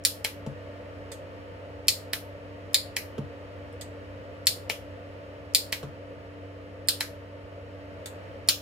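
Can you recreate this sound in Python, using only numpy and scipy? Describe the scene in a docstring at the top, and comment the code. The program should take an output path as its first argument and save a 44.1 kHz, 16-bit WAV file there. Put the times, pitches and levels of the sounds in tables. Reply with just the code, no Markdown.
"""A relay on a wooden workbench slams in and drops out again: each blow sets a set of fading tones ringing.
Now and then a probe snaps a small spark on a metal strip, or is set down with a soft thud of the hand.
The blows flutter between the bench and a surface above it, an echo loop that gets duller each round.
They die away in a small cluttered workshop, made of fading noise. Behind them a motor hums as wavering
tones, and air rushes and rumbles as coloured noise that swells and sinks slowly."""
import sys
import numpy as np
from scipy import signal
from scipy.fft import rfft, irfft, next_fast_len
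from scipy.io import wavfile

SR = 44100
rng = np.random.default_rng(int(sys.argv[2]) if len(sys.argv) > 2 else 0)


def ratio(d):
    """dB to gain"""
    e = np.asarray(d, float) / 20
    return 10 ** e


def file_out(sig):
    """Save sig as 16-bit WAV at sys.argv[1]."""
    # one column per channel
    cols = np.atleast_2d(sig).T
    # limit, then scale
    lim = np.clip(cols, -1, 1)
    pcm = np.round(lim * 32767).astype(np.int16)
    wavfile.write(sys.argv[1], SR, pcm)


N = 379701   # length in samples

# The relay's moving arm slams in: start_s, level_db, treble_tilt_db_per_octave
ARM_SLAMS = [(0.0501, -16.5, 0.6), (1.8826, -15, -0.5), (2.744, -15.5, -1.5), (4.4695, -15.5, -1),
             (5.5482, -14.5, 0.5), (6.8855, -17.5, 0.3), (8.487, -14.5, 0)]
# The arm falls back on its stop: start_s, level_db
ARM_DROPS = [(0.2472, -24.5), (2.1336, -25.5), (2.9666, -25.5), (4.6987, -25.5), (5.7263, -25.5),
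             (7.0078, -25)]
# Small sparks at the probe tip: start_s, level_db
SPARK_SNAPS = [(1.1167, -40.5), (3.811, -40), (8.058, -38)]
# A faint bright tick: start_s, level_db
FAINT_TICKS = [(3.7263, -64)]
# Hand and probe land on the bench: start_s, fingertip_level_db, hand_weight_level_db
HAND_LANDINGS = [(0.4633, -38.5, -31), (3.181, -34, -29), (5.829, -38, -33.5)]

# Tones of each thing that is hit: pitch_hz, relative_level_db, ring_s (time to fall by 60 dB)
CORE_TONES = [(1220, -27.5, 0.0023), (1877, -17.5, 0.0038), (2375, -11.5, 0.0031), (3410, -5.5, 0.0025),
              (4480, -1.5, 0.0034), (5400, -4.5, 0.0027), (3910, -35, 0.039), (3990, -23.5, 0.031),
              (4980, -32, 0.026), (5360, -30, 0.019), (5450, -33, 0.045), (7580, -29, 0.056),
              (6950, -4.5, 0.0018), (8700, -7.5, 0.0033), (10660, -9.5, 0.0039), (12180, -14.5, 0.013),
              (13740, -15.5, 0.006), (15300, -13.5, 0.0022)]
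STOP_TONES = [(965, -17, 0.0063), (1680, -6.5, 0.0041), (2130, -0.5, 0.0029), (3170, -6.5, 0.0037),
              (4100, -8, 0.0035), (5750, -5.5, 0.0014), (7960, -19, 0.0038), (9100, -16.5, 0.0033),
              (11400, -12, 0.0033), (12700, -11, .002), (14800, -12.5, 0.0016)]
CONTACT_TONES = [(5400, -6, 0.0057), (7300, -3.5, 0.0027), (8800, 0, 0.0024), (12000, -4.5, .002),
                 (14000, -8, 0.0018)]
STRIP_TONES = [(1920, -9, 0.0057), (3470, -8, 0.0075), (4530, -4.5, 0.0038), (6630, -3.5, 0.0041),
               (7700, -6.5, 0.0086), (8680, -2.5, 0.0042), (11800, 0.5, 0.0021), (13370, -5, .002),
               (15070, -7.5, .002)]
BENCH_TONES = [(139.6, 3, 0.2), (303, -2, 0.041), (208, -21, 0.16), (505, -6.5, 0.013), (937, -9, 0.008),
               (1160, -10, 0.0044), (1800, -20, 0.0021), (2800, -21, 0.0026), (6080, -22.5, 0.00077),
               (10880, -29, 0.00067)]
# How much louder the left is than the right near the bench: pitch_hz, left_over_right_db
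LEFT_RIGHT_BALANCE = [(150, -2), (640, 0.5), (1400, 3.5), (3100, 3.5), (5000, 1), (7000, -2), (9500, -5.5),
                      (12000, -2), (15000, -1.5)]

# Room decay, as times to fall by 60 dB: pitch_hz, early_decay_s, late_decay_s, level_db
ROOM_DECAY = [(100, 0.13, .6, -11.5), (400, 0.36, .6, -3), (1000, 0.22, 0.68, -0.5), (3000, 0.21, 0.91, 2),
              (6000, 0.22, .55, 0), (15000, 0.24, 0.49, -1.5)]
# Motor and fan tones: pitch_hz, level_db (rms, before wavering), waver_db
MOTOR_TONES = [(64.3, -62, 1.5), (96.4, -48.5, .7), (160.7, -66, 1.5), (289.2, -52.5, 1.8),
               (385.6, -62, 1.5), (417.8, -64, 1.5), (473.5, -61, 2.5), (576, -61, 2.5)]
# Colour of the low rumble: pitch_hz, relative_level_db (per Hz)
RUMBLE_COLOUR = [(25, -37), (45, -14.5), (72, -4), (100, -4), (125, -13), (250, -12.5), (340, -15),
                 (400, -17), (470, -3), (580, -2.5), (630, -8.5), (705, -8.5), (740, -26), (900, -59.5)]
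# Colour of the rushing air: pitch_hz, relative_level_db (per Hz)
RUSH_COLOUR = [(600, -38.5), (740, -14.5), (900, -2), (1000, -11), (1150, -6), (1600, -11), (1800, -8),
               (2200, -12.5), (3050, -14.5), (3400, -23), (4600, -25), (7000, -33.5), (10000, -40.5),
               (10600, -41.5), (16500, -48)]
# Slow swell of rush and rumble: time_s, change_db
NOISE_SWELL = [(0.0, -2), (0.62, 1.5), (2.1, 0.14), (2.97, 1), (5.23, 0.32), (6.45, -1), (7.65, -0.8),
               (8.25, 2), (8.61, -1)]
# How alike the noise is in left and right: pitch_hz, likeness (0 to 1)
NOISE_LIKENESS = [(60, 0.56), (300, .85), (700, 0.68), (1500, 0.14), (3000, 0.3), (6000, 0.49), (15000, .1)]

BUTTON_LEAD_S, BUTTON_DB = 0.0115, -50   # the push button clicks, then the coil needs a moment to pull
CONTACT_LEAD_S, CONTACT_DB = 0.0035, -37.5   # the contacts part before the arm lands on its stop
REBOUND_S = 0.0016   # the arm hops once after landing
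WEIGHT_LAG_S, WEIGHT_RISE_S = 0.007, 0.003   # the hand's weight follows the fingertip
STOP_TILT_DB, CONTACT_TILT_DB, SPARK_TILT_DB, TOUCH_TILT_DB = 1.5, 1, -2, 3   # treble tilt per octave
BENCH_LAG_S = 0.00003   # the bench lies a little nearer the right microphone port
FLUTTER_S, FLUTTER_DB, FLUTTER_CUT_HZ = 0.00456, -6, 11000
EARLY_DB, LATE_DB = -4, -30.5   # strength of the fast and slow room decay
LEFT_LAG_S, RUMBLE_LAG_S = 0.00031, 0.0001   # motor and rush, then rumble, reach the left later
RUMBLE_DB, RUSH_DB = -45.5, -52.5   # rms before the slow swell
PORT_NOTCH_HZ, PORT_NOTCH_WIDTH_HZ, PORT_NOTCH_DEPTH = 6150, 330, 0.7
MIC_CUT_HZ, TOP_CUT_HZ = 40, 16700


def at_hz(points, hz, axis=1):
    """Read a table column between its pitches, with pitch on a logarithmic scale."""
    points = np.array(points)
    return np.interp(np.log(hz + 1e-9), np.log(points[:, 0]), points[:, axis])


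def ring(clicks, hz, ring_s):
    """A struck body swings at its own pitch and fades: a unit click starts a fading sine of height 1."""
    shrink = ratio(-60 / (max(ring_s, 1e-3) * SR))   # no ring is shorter than 1 ms
    turn = 2 * np.pi * hz / SR
    return signal.lfilter([0, np.sin(turn)], [1, -2 * shrink * np.cos(turn), shrink ** 2], clicks)


def strike(times, levels_db, modes, clatter_db, clatter_s, alike, tilts_db=0, rebound_db=-90, rise_s=0.0):
    """Contact and fading clatter set tones ringing; rows: left, right, and what goes all round the room."""
    out = np.zeros((3, N + SR))
    t = np.arange(SR // 4) / SR
    half = np.array([[0.5], [-0.5], [0]])   # splits a left-right difference over the rows
    middle_hz = modes[len(modes) // 2][0]   # the treble tilt turns about this tone
    for start_s, db, slope_db in np.broadcast(times, levels_db, tilts_db):
        shared, left, right = rng.standard_normal((3, len(t))) ** 3   # cubing makes the clatter spiky
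        # averaged over all directions the bounces leave no colour, so the room row gets none
        own = np.array([left, right, 0 * t])
        mixed = np.sqrt(alike) * shared * 2 * abs(half) + np.sqrt(1 - alike) * own
        bounces = mixed * ratio(clatter_db - 60 * t / clatter_s)
        bounces[:, 0] = 1   # the sharp first contact
        bounces[:2, round(REBOUND_S * SR)] += ratio(rebound_db)
        push = np.hanning(int(rise_s * SR) + 3)[1:]   # a soft contact spreads the push over time
        bounces = signal.lfilter(push, [1], bounces)

        blow = 0
        for k, (hz, mode_db, ring_s) in enumerate(modes):
            tilt_db = slope_db * np.log2(hz / middle_hz)
            side_db = half * at_hz(LEFT_RIGHT_BALANCE, hz) + rng.normal(0, 2.0, (3, 1))
            tone = ratio(mode_db + tilt_db + side_db) * ring(bounces, hz, ring_s)
            blow = blow + (-1) ** k * tone   # every second tone starts the other way

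        # the first 10 ms set the level: left and right together, the room row by itself
        left_power, right_power, room_power = np.mean(blow[:, :SR // 100] ** 2, axis=1)
        near_power = (left_power + right_power) / 2
        size = ratio(db) / np.sqrt([[near_power], [near_power], [room_power]])
        start = round(start_s * SR)
        out[:, start:start + len(t)] += blow * size
    return out[:, :N]


def relay():
    """The arm hits the core or falls on its stop; a button click and parting contacts come just before."""
    in_s, in_db, in_tilt_db = np.transpose(ARM_SLAMS)
    out_s, out_db = np.transpose(ARM_DROPS)
    button = strike(in_s - BUTTON_LEAD_S, BUTTON_DB, CONTACT_TONES,
                    clatter_db=-7.5, clatter_s=0.0073, alike=0.3)
    core = strike(in_s, in_db, CORE_TONES, clatter_db=-34, clatter_s=0.045, alike=0.3,
                  tilts_db=in_tilt_db, rebound_db=-4)
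    contact = strike(out_s - CONTACT_LEAD_S, CONTACT_DB, CONTACT_TONES,
                     clatter_db=-4.5, clatter_s=0.034, alike=0.27, tilts_db=CONTACT_TILT_DB)
    stop = strike(out_s, out_db, STOP_TONES, clatter_db=-26, clatter_s=0.012, alike=0.5,
                  tilts_db=STOP_TILT_DB, rebound_db=-14)
    return button + core + contact + stop


def probe():
    """Sparks ring the strip, a faint tick sounds, and the hand lands on the bench: touch, then weight."""
    sparks = strike(*np.transpose(SPARK_SNAPS), STRIP_TONES,
                    clatter_db=-12.5, clatter_s=0.09, alike=0.12, tilts_db=SPARK_TILT_DB)
    tick = strike(*np.transpose(FAINT_TICKS), CONTACT_TONES,
                  clatter_db=-16.2, clatter_s=0.03, alike=0.15)
    start_s, touch_db, weight_db = np.transpose(HAND_LANDINGS)
    # the light touch leaves out the first two bench tones
    touch = strike(start_s, touch_db, BENCH_TONES[2:],
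                   clatter_db=-12, clatter_s=0.034, alike=0.9, tilts_db=TOUCH_TILT_DB)
    weight = strike(start_s + WEIGHT_LAG_S, weight_db, BENCH_TONES, clatter_db=-54, clatter_s=0.0077,
                    alike=0.9, tilts_db=TOUCH_TILT_DB, rise_s=WEIGHT_RISE_S)
    return sparks + tick + touch + weight


def flutter(sound):
    """Sound bounces between the bench and the surface above, weaker and duller each round."""
    lag = round(FLUTTER_S * SR)
    dull = np.exp(-2 * np.pi * FLUTTER_CUT_HZ / SR)
    feedback = np.zeros(lag + 1)
    feedback[[0, 1, lag]] = 1, -dull, -ratio(FLUTTER_DB) * (1 - dull)
    click = np.arange(SR // 8) == 0
    echoes = signal.lfilter([1, -dull], feedback, click)
    return signal.fftconvolve(sound, echoes[None], axes=1)[:, :N]


def workshop(sound):
    """Dense reflections: octave bands of noise fade at a fast and a slow rate, unrelated left and right."""
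    t = np.arange(SR * 3 // 4) / SR
    response = 0
    for hz in 88 * 2. ** np.arange(8):
        octave = signal.butter(2, [hz / np.sqrt(2), hz * np.sqrt(2)], "band", fs=SR, output="sos")
        noise = signal.sosfilt(octave, rng.standard_normal((2, len(t))))
        early_s, late_s = at_hz(ROOM_DECAY, hz), at_hz(ROOM_DECAY, hz, axis=2)
        # the square roots keep a longer decay from carrying more energy
        early = ratio(EARLY_DB - 60 * t / early_s) / np.sqrt(early_s)
        late = ratio(LATE_DB - 60 * t / late_s) / np.sqrt(late_s)
        response = response + noise * (early + late) * ratio(at_hz(ROOM_DECAY, hz, axis=3))
    thicken = np.minimum(t / 0.006, 1)   # reflections build up over the first 6 ms
    response *= thicken * np.sqrt(6 * np.log(10) / SR)
    return signal.fftconvolve(sound, response, axes=1)[:, :N]


def drift(rate):
    """Slow wandering: random values of spread 1, two times rate per second, joined by straight lines."""
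    steps = rng.standard_normal(int(N / SR * rate * 2) + 3)
    return np.interp(np.arange(N) / SR * rate * 2, np.arange(len(steps)), steps)


def motor():
    """Motor and fan tones, mostly multiples of the shaft rate, each wavering in level and phase."""
    t = np.arange(N) / SR - LEFT_LAG_S * np.array([[1], [0]])
    hum = 0
    for hz, db, waver_db in MOTOR_TONES:
        level = np.sqrt(2) * ratio(db + waver_db * drift(4.0))
        hum = hum + level * np.sin(2 * np.pi * hz * t + 0.5 * drift(1.5))
    return hum


def air(colour, level_db, lag_s):
    """Steady noise shaped by pitch: part is common to both sides, reaching the left later."""
    size = next_fast_len(N)
    hz = np.arange(size // 2 + 1) * SR / size
    common, left, right = rfft(rng.standard_normal((3, size)))
    alike = at_hz(NOISE_LIKENESS, hz)
    delayed = common * np.exp(-2j * np.pi * hz * lag_s * np.array([[1], [0]]))
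    sides = np.sqrt(alike) * delayed + np.sqrt(1 - alike) * np.array([left, right])
    noise = irfft(sides * ratio(at_hz(colour, hz)), size)[:, :N]
    return noise * ratio(level_db) / noise.std()


def scene():
    """Relay and probe blows pass through flutter and room, over motor hum and moving air."""
    blows = relay() + probe()
    samples = np.arange(N)
    blows[0] = np.interp(samples - BENCH_LAG_S * SR, samples, blows[0])   # left arrives later
    swell = ratio(np.interp(samples / SR, *np.transpose(NOISE_SWELL)))
    noise = air(RUMBLE_COLOUR, RUMBLE_DB, RUMBLE_LAG_S) + air(RUSH_COLOUR, RUSH_DB, LEFT_LAG_S)
    return flutter(blows[:2]) + workshop(blows[2:]) + motor() + swell * noise


def band_limit(x):
    """A steep low-pass at the top of the band."""
    return signal.sosfilt(signal.butter(12, 17000, fs=SR, output="sos"), x)


def record(dry):
    """The microphone port dips part of the treble; deep bass and top are cut, and peaks are rounded."""
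    port_band = signal.lfilter(*signal.iirpeak(PORT_NOTCH_HZ, PORT_NOTCH_HZ / PORT_NOTCH_WIDTH_HZ, SR), dry)
    sound = dry - PORT_NOTCH_DEPTH * port_band
    bass_cut = signal.butter(2, MIC_CUT_HZ, "high", fs=SR, output="sos")
    top_cut = signal.cheby2(14, 50, TOP_CUT_HZ, fs=SR, output="sos")   # 50 dB down from this pitch up
    sound = signal.sosfilt(top_cut, signal.sosfilt(bass_cut, sound))
    mix = 2.48 * np.tanh(sound / 2.423)
    return band_limit(mix)


dry = scene()
out = record(dry)
file_out(out)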